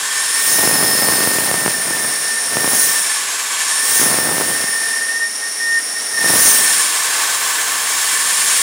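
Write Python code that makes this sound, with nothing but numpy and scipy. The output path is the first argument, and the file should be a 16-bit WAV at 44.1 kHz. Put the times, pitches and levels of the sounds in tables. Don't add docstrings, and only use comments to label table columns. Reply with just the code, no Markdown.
import sys
import numpy as np
from scipy import signal
from scipy.fft import rfft, irfft, next_fast_len
from scipy.io import wavfile

SR = 44100
rng = np.random.default_rng(int(sys.argv[2]) if len(sys.argv) > 2 else 0)


def unload_wav(signal):
    wavfile.write(
        sys.argv[1],
        SR,
        np.round(np.clip(np.atleast_2d(signal).T, -1, 1) * 32767).astype(np.int16),
    )


N = 380123
TIME = np.arange(N) / SR
FREQS = np.maximum(np.arange(N // 2 + 1) * SR / N, 1)

# f/Hz, relative level/dB
DOWN_SPECTRUM = [(40, -42), (100, -27), (220, -0.5), (500, 3), (1400, 5.5), (1950, 8), (2700, 1), (4300, 3),
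                 (6500, 5.5), (8000, 4), (10500, 6), (12000, -8.5), (16000, -15)]
UP_SPECTRUM = [(40, -41), (100, -42), (300, -9), (720, -2.5), (1000, 5), (1300, 0), (2000, 2.5),
               (2900, 4.5), (4800, 3), (7000, 4), (8600, 5), (11000, 0.5), (12300, -5.5), (13600, -30),
               (16000, -23)]
# f/Hz, width/Hz, gain/dB
CHUCK_RESONANCES = [(1640, 200, 1.5), (2760, 91, 4.5), (4540, 200, 0.5), (5800, 170, -2.5),
                    (6600, 210, 0.5), (8000, 200, 3.5), (7800, 300, -2), (8330, 150, 3.5)]
GAP_RESONANCES = [(1128, 174, 7), (1550, 125, 9), (1727, 160, 6.5), (2040, 86, 5.5), (2285, 56, 6),
                  (2970, 130, -1.5), (3270, 37, 9.5), (3280, 90, -3), (3620, 70, -2), (3740, 70, 3.5),
                  (3850, 70, -2), (4400, 61, 3), (4970, 70, -3), (4930, 80, 2), (5390, 290, 4.5),
                  (6040, 140, -1), (6530, 140, 6), (7400, 370, 8), (7600, 250, -2), (8480, 300, 4),
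                  (8800, 250, -1), (9840, 300, -2), (10770, 500, 5.5)]
# t/s, gain/dB
JET_BODY = [(0, -0.5), (3.3, 0.5), (6.8, -2), (7.15, 3.5), (7.5, 4), (7.8, 3), (8.1, -0.5), (8.4, -3),
            (8.62, -12)]

def jet(jet_db, lift, free_lift=0.88, shelf_hz=1500):
    clear = np.clip(lift / free_lift, 0, 1)
    body_db, = in_time(JET_BODY)
    down = from_db(jet_db + 3) * np.sqrt(1 - clear) * hiss(DOWN_SPECTRUM, CHUCK_RESONANCES)
    free = hiss(UP_SPECTRUM, GAP_RESONANCES)
    free += (from_db(body_db) - 1) * filtered(free, shelf_hz, "low", order=1)
    up = from_db(jet_db + 5.5) * np.sqrt(clear) * free
    return (down + up) * from_db(0.67 * drift(21))


# f/Hz, relative level/dB
RIM_SPECTRUM = [(1000, -41), (4000, -17), (6000, -12), (8000, 5), (10200, 8), (11600, 4), (12700, 6),
                (13600, 6.5), (14500, 4), (15200, 16), (15700, 7), (16000, 6.5)]
# t/s, relative level/dB
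JET_TREBLE = [(0, -15), (3.5, -16), (5.3, -18), (6.1, -14), (7.0, -9), (7.6, -7), (8.62, -12)]

def rim_hiss(jet_db, lift, rim_lift=0.4, rim_reach=0.26):
    treble_db, = in_time(JET_TREBLE)
    grazing = from_db(jet_db + 7) * bell(lift - rim_lift, rim_reach)
    treble = from_db(jet_db + treble_db + 4.5)
    spray = from_db(2.6) * sputter(release_s=0.24)
    gain = np.sqrt(grazing ** 2 + treble ** 2 + spray ** 2)
    return gain * from_db(0.57 * drift(25)) * hiss(RIM_SPECTRUM)


# t/s, f/Hz
FUNDAMENTAL = [(0, 1785), (.55, 1834), (1.45, 1822), (1.8, 1802), (2.5, 1804), (2.75, 1822), (3.0, 1793),
               (3.25, 1765), (3.7, 1775), (4.0, 1822), (4.2, 1810), (4.5, 1818), (4.8, 1826), (5.45, 1840),
               (6.0, 1840), (6.45, 1818), (6.95, 1772), (8.62, 1790)]
# harmonic number, level/dB re the fundamental
HARMONICS = [(2, -33), (3, -16)]
# start t/s, end t/s, final level/dB, growth/(dB/s)
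WHISTLE_BLASTS = [(4.724, 5.165, -23.5, 5), (5.204, 5.264, -18, 42), (5.427, 5.482, -26.5, -28),
                  (5.607, 5.782, -13, 47), (5.963, 5.988, -24, -2), (6.174, 6.277, -20.5, -15),
                  (6.52, 6.726, -25, 14)]
# centre t/s, length/s, beat f/Hz, amplitude ratio
BEAT_SPELLS = [(1.953, .45, 29, 0.33), (4.864, 0.33, 39, .85), (5.099, 0.24, 15.7, .6),
               (6.218, .18, 26.7, 0.77), (6.681, 0.2, 31, .4)]

def whistle(lift, clean_hz=1797.5, clean_range_hz=7.1, blast_flat_hz=9.2, breath_flat_hz=12):
    hz, = in_time(FUNDAMENTAL)
    share = mouth_share(lift)
    clean = 0.899 * share / (1 + np.exp((clean_hz - hz) / clean_range_hz))
    stall = held(5.28, 6.11, 0.014, 0.014)
    flutter_db = 0.5 * (1 + stall) * np.clip(drift(25), -2, 1.5)
    blowing_db = -24.5 + 0.06 * (hz - 1833)
    steady = from_db(blowing_db - 5.5 * (1 - share) - 11 * stall + flutter_db)
    blasts = 0
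    for start, end, db, growth in WHISTLE_BLASTS:
        swell_db = db + growth * (np.clip(TIME, start, end) - end)
        blasts += from_db(swell_db) * held(start, end, attack_s=0.011, release_s=0.012)
    wander_hz = 8 * (1.2 - clean) * drift(18.15)
    phase = phase_of(hz - blast_flat_hz * blasts / blasts.max() + wander_hz)
    lower = sum(ratio * bell(TIME - s, length) * np.exp(-2j * np.pi * beat_hz * (TIME - s))
                for s, length, beat_hz, ratio in BEAT_SPELLS)
    tone = np.imag((1 + lower) * np.exp(1j * phase)) * np.sqrt(2 / (1 + np.abs(lower) ** 2))
    tone += sum(from_db(db) * np.sqrt(2) * np.sin(k * phase) for k, db in HARMONICS)
    breath = resonance(phase - 2 * np.pi * breath_flat_hz * TIME, width_hz=38)
    return np.hypot(steady * np.sqrt(clean), blasts) * tone + steady * np.sqrt(1 - clean) * breath


# t/s, f/Hz, relative level/dB
SECOND_MODE = [(0, 5390, -7), (.5, 5400, -8), (1.1, 5272, -7), (1.5, 5410, -10), (2.4, 5530, -6.5),
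               (4.4, 5460, -8.5), (5.3, 5525, -2.5), (6.1, 5520, -3), (6.4, 5490, -6), (8.62, 5450, -39)]
# ratio to the fundamental, width/Hz, relative level/dB
PIPE_MODES = [(2.003, 50, -24), (4.93, 260, -5.5), (5.09, 312, -4.5), (5.27, 300, -7), (5.47, 550, -11),
              (7.07, 350, -20)]

def upper_modes(jet_db, lift):
    hz, = in_time(FUNDAMENTAL)
    second_hz, second_db = in_time(SECOND_MODE)
    second = from_db(second_db) * resonance(phase_of(second_hz), width_hz=240)
    others = sum(from_db(db) * resonance(phase_of(k * hz), width) for k, width, db in PIPE_MODES)
    return from_db(jet_db + 4.5) * mouth_share(lift) * (second + others)


def mouth_share(lift, miss_lift=0.86, miss_range=0.061):
    return 1 / (1 + np.exp((lift - miss_lift) / miss_range))


# f/Hz, fall per unit lift/Hz, width/Hz, reach in lift, level/dB re the jet
RIM_TONES = [(9400, 7200, 420, 0.24, 5.5), (6170, 300, 1060, 0.15, 2.5)]

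def edge_tones(jet_db, lift, loudest_lift=0.38):
    past = lift - loudest_lift
    return sum(from_db(jet_db + db) * bell(past, reach) * resonance(phase_of(hz - fall * past), width)
               for hz, fall, width, reach, db in RIM_TONES)


# centre t/s, length/s, f/Hz, width/Hz, level/dB
SQUEAL_BANDS = [(.84, 0.49, 5240, 70, -24.5), (1.05, .71, 4400, 200, -32.5), (1.077, 0.65, 13550, 350, -27),
                (6.504, 0.063, 6260, 90.5, -22), (6.57, 0.045, 5630, 50, -23)]

def squeals():
    return sum(from_db(db) * bell(TIME - s, length) * resonance(phase_of(hz), width)
               for s, length, hz, width, db in SQUEAL_BANDS)


# t/s, relative level/dB
LOUD_SPITS = [(0.59, -2), (.637, -4), (0.6564, -2), (0.6753, 4), (0.7128, -2), (.8127, -1), (0.8276, 0.5),
              (0.8365, -2), (0.9353, -6), (1.0228, -2), (1.0873, 3), (1.1376, -3), (1.206, -6), (1.2743, 2),
              (1.3856, 0.5), (1.514, 1), (1.542, 1.5), (1.6619, 4), (1.6792, 2.5), (1.9087, -4),
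              (2.5698, 3), (2.6443, 1), (2.6768, 0), (4.0597, -3), (4.1276, -4), (4.1428, -1), (4.1869, 0),
              (4.2922, -5), (4.3816, 0), (4.411, 1), (4.42, -5), (4.6406, -4.5), (6.2444, -1.5),
              (6.3039, 0), (6.3372, 0)]

def spits(jet_db, drops_per_s=470, spread_db=3, collapse_hz=650):
    wet = np.hypot(sputter(release_s=0.13), from_db(jet_db - 24))
    sizes = from_db(spread_db * np.minimum(rng.exponential(1, N), 3.3)) * rng.choice([-1, 1], N)
    small = sizes * (rng.random(N) < drops_per_s / SR)
    large = np.zeros(N)
    for s, db in LOUD_SPITS:
        large[int(s * SR)] = rng.choice([-1, 1]) * from_db(db)
    decay = np.exp(-2 * np.pi * collapse_hz / SR)
    steps = signal.lfilter([1], [1, -decay], np.array([small, large]) + 1e-18)
    rounded = filtered(steps, 2900, "low", order=1)
    small, large = filtered(rounded, 140, "high", order=2)
    drops = from_db(1.5) * wet * rms_one(small) + from_db(0.8) * large
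    return filtered(drops, 86, "high", order=2)


# start t/s, end t/s, relative level/dB
SPUTTER_SPELLS = [(0.576, 1.46, -26), (1.586, 1.696, -28.5), (1.877, 2.052, -30.5), (2.55, 2.74, -29),
                  (4.026, 4.461, -26.5), (6.287, 6.35, -25.5), (6.47, 6.5, -27)]

def sputter(release_s, attack_s=0.062):
    spells = [from_db(db) * held(start, end, attack_s, release_s) for start, end, db in SPUTTER_SPELLS]
    return np.max(spells, axis=0)


def gust(at_s=6.42, length_s=0.13, db=-42):
    return from_db(db) * bell(TIME - at_s, length_s) * drift(70)


# f/Hz, level/dB
SPINDLE_PARTIALS = [(208, -64.5), (417, -54), (626, -55)]

def spindle(waver_db=2):
    hum = 0
    for hz, db in SPINDLE_PARTIALS:
        gain = from_db(db + waver_db * np.clip(drift(3), -2, 1))
        hum += gain * np.sqrt(2) * np.sin(phase_of(hz) + drift(3))
    return hum


def reflections(x, near_t60_s=0.045, near_db=-13, shop_t60_s=0.45, shop_db=-22):
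    t = TIME[:SR // 2]
    near = rng.standard_normal(len(t)) * from_db(-60 * t / near_t60_s) * (t > 0.003)
    shop = rng.standard_normal(len(t)) * from_db(-60 * t / shop_t60_s) * (t > 0.015)
    echoes = (from_db(near_db) * rms_one(near) + from_db(shop_db) * rms_one(shop)) / np.sqrt(len(t))
    return x + signal.fftconvolve(x, echoes)[:N]


def rumble(db=-79, corner_hz=45):
    return from_db(db) * noise((FREQS > 15) / np.sqrt(1 + (FREQS / corner_hz) ** 4))


def hiss(spectrum, peaks=()):
    hz, db = np.transpose(spectrum)
    colour_db = np.interp(np.log(FREQS), np.log(hz), db)
    for centre, width, gain_db in peaks:
        colour_db += gain_db / (1 + (2 * (FREQS - centre) / width) ** 2)
    return noise(from_db(colour_db))


def resonance(phase, width_hz):
    skirt = 1 / np.sqrt(1 + (2 * FREQS / width_hz) ** 2) / (1 + (FREQS / (4 * width_hz)) ** 2)
    return noise(skirt) * np.cos(phase) + noise(skirt) * np.sin(phase)


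def noise(gain):
    size = next_fast_len(N)
    gain = np.interp(np.arange(size // 2 + 1) * SR / size, FREQS, gain)
    return rms_one(irfft(rfft(rng.standard_normal(size)) * gain, size)[:N])


def drift(corner_hz):
    return noise(1 / (1 + (FREQS / corner_hz) ** 2))


def filtered(x, hz, kind, order):
    return signal.sosfilt(signal.butter(order, hz, kind, fs=SR, output="sos"), x + 1e-18)


def bell(distance, reach):
    return np.exp(-2 * (distance / reach) ** 2)


def held(start, end, attack_s, release_s):
    return np.exp(np.minimum(TIME - start, 0) / attack_s - np.maximum(TIME - end, 0) / release_s)


def phase_of(hz):
    return 2 * np.pi * np.cumsum(np.broadcast_to(hz, N)) / SR


def in_time(rows):
    s, *columns = np.transpose(rows)
    return [np.interp(TIME, s, column) for column in columns]


def from_db(db):
    return 10 ** (np.asarray(db) / 20)


def rms_one(x):
    return x / np.sqrt(np.mean(np.abs(x) ** 2) + 1e-20)


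# t/s, lift (0 deep in the hole, 1 clear of it)
DRILL_LIFT = [(0, 1), (.27, 0.75), (.6, 0.29), (1.7, 0.057), (2.52, 0.092), (2.83, 0.38), (3.12, 0.73),
              (3.28, 1), (3.55, .94), (3.7, .78), (4.22, 0.061), (6.15, .03), (6.48, 0.4), (6.8, .74),
              (6.92, 0.87), (7.6, 0.91), (8.62, 0.81)]
# t/s, level/dB
JET_LEVEL = [(0, -26.5), (.25, -24.7), (1.2, -24), (1.8, -26.5), (2.57, -26.5), (2.75, -24.5), (3.45, -26),
             (3.7, -24.5), (4.16, -23.5), (4.24, -25.5), (4.9, -27), (5.25, -31.5), (6.13, -29.5),
             (6.3, -21.5), (6.78, -21), (6.92, -23.5), (7.75, -24.5), (8.62, -20.3)]

def scene():
    jet_db, = in_time(JET_LEVEL)
    lift, = in_time(DRILL_LIFT)
    air = jet(jet_db, lift) + rim_hiss(jet_db, lift)
    air += upper_modes(jet_db, lift) + edge_tones(jet_db, lift) + squeals()
    drops = spits(jet_db)
    mono = reflections(air) + whistle(lift) + drops + gust() + spindle() + rumble()
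    return np.array([mono, mono])


def record(dry):
    low_pass = signal.ellip(12, 0.1, 80, 15770, fs=SR, output="sos")
    return signal.sosfilt(low_pass, np.clip(dry, -1, 1))


dry = scene()
out = record(dry)
unload_wav(out)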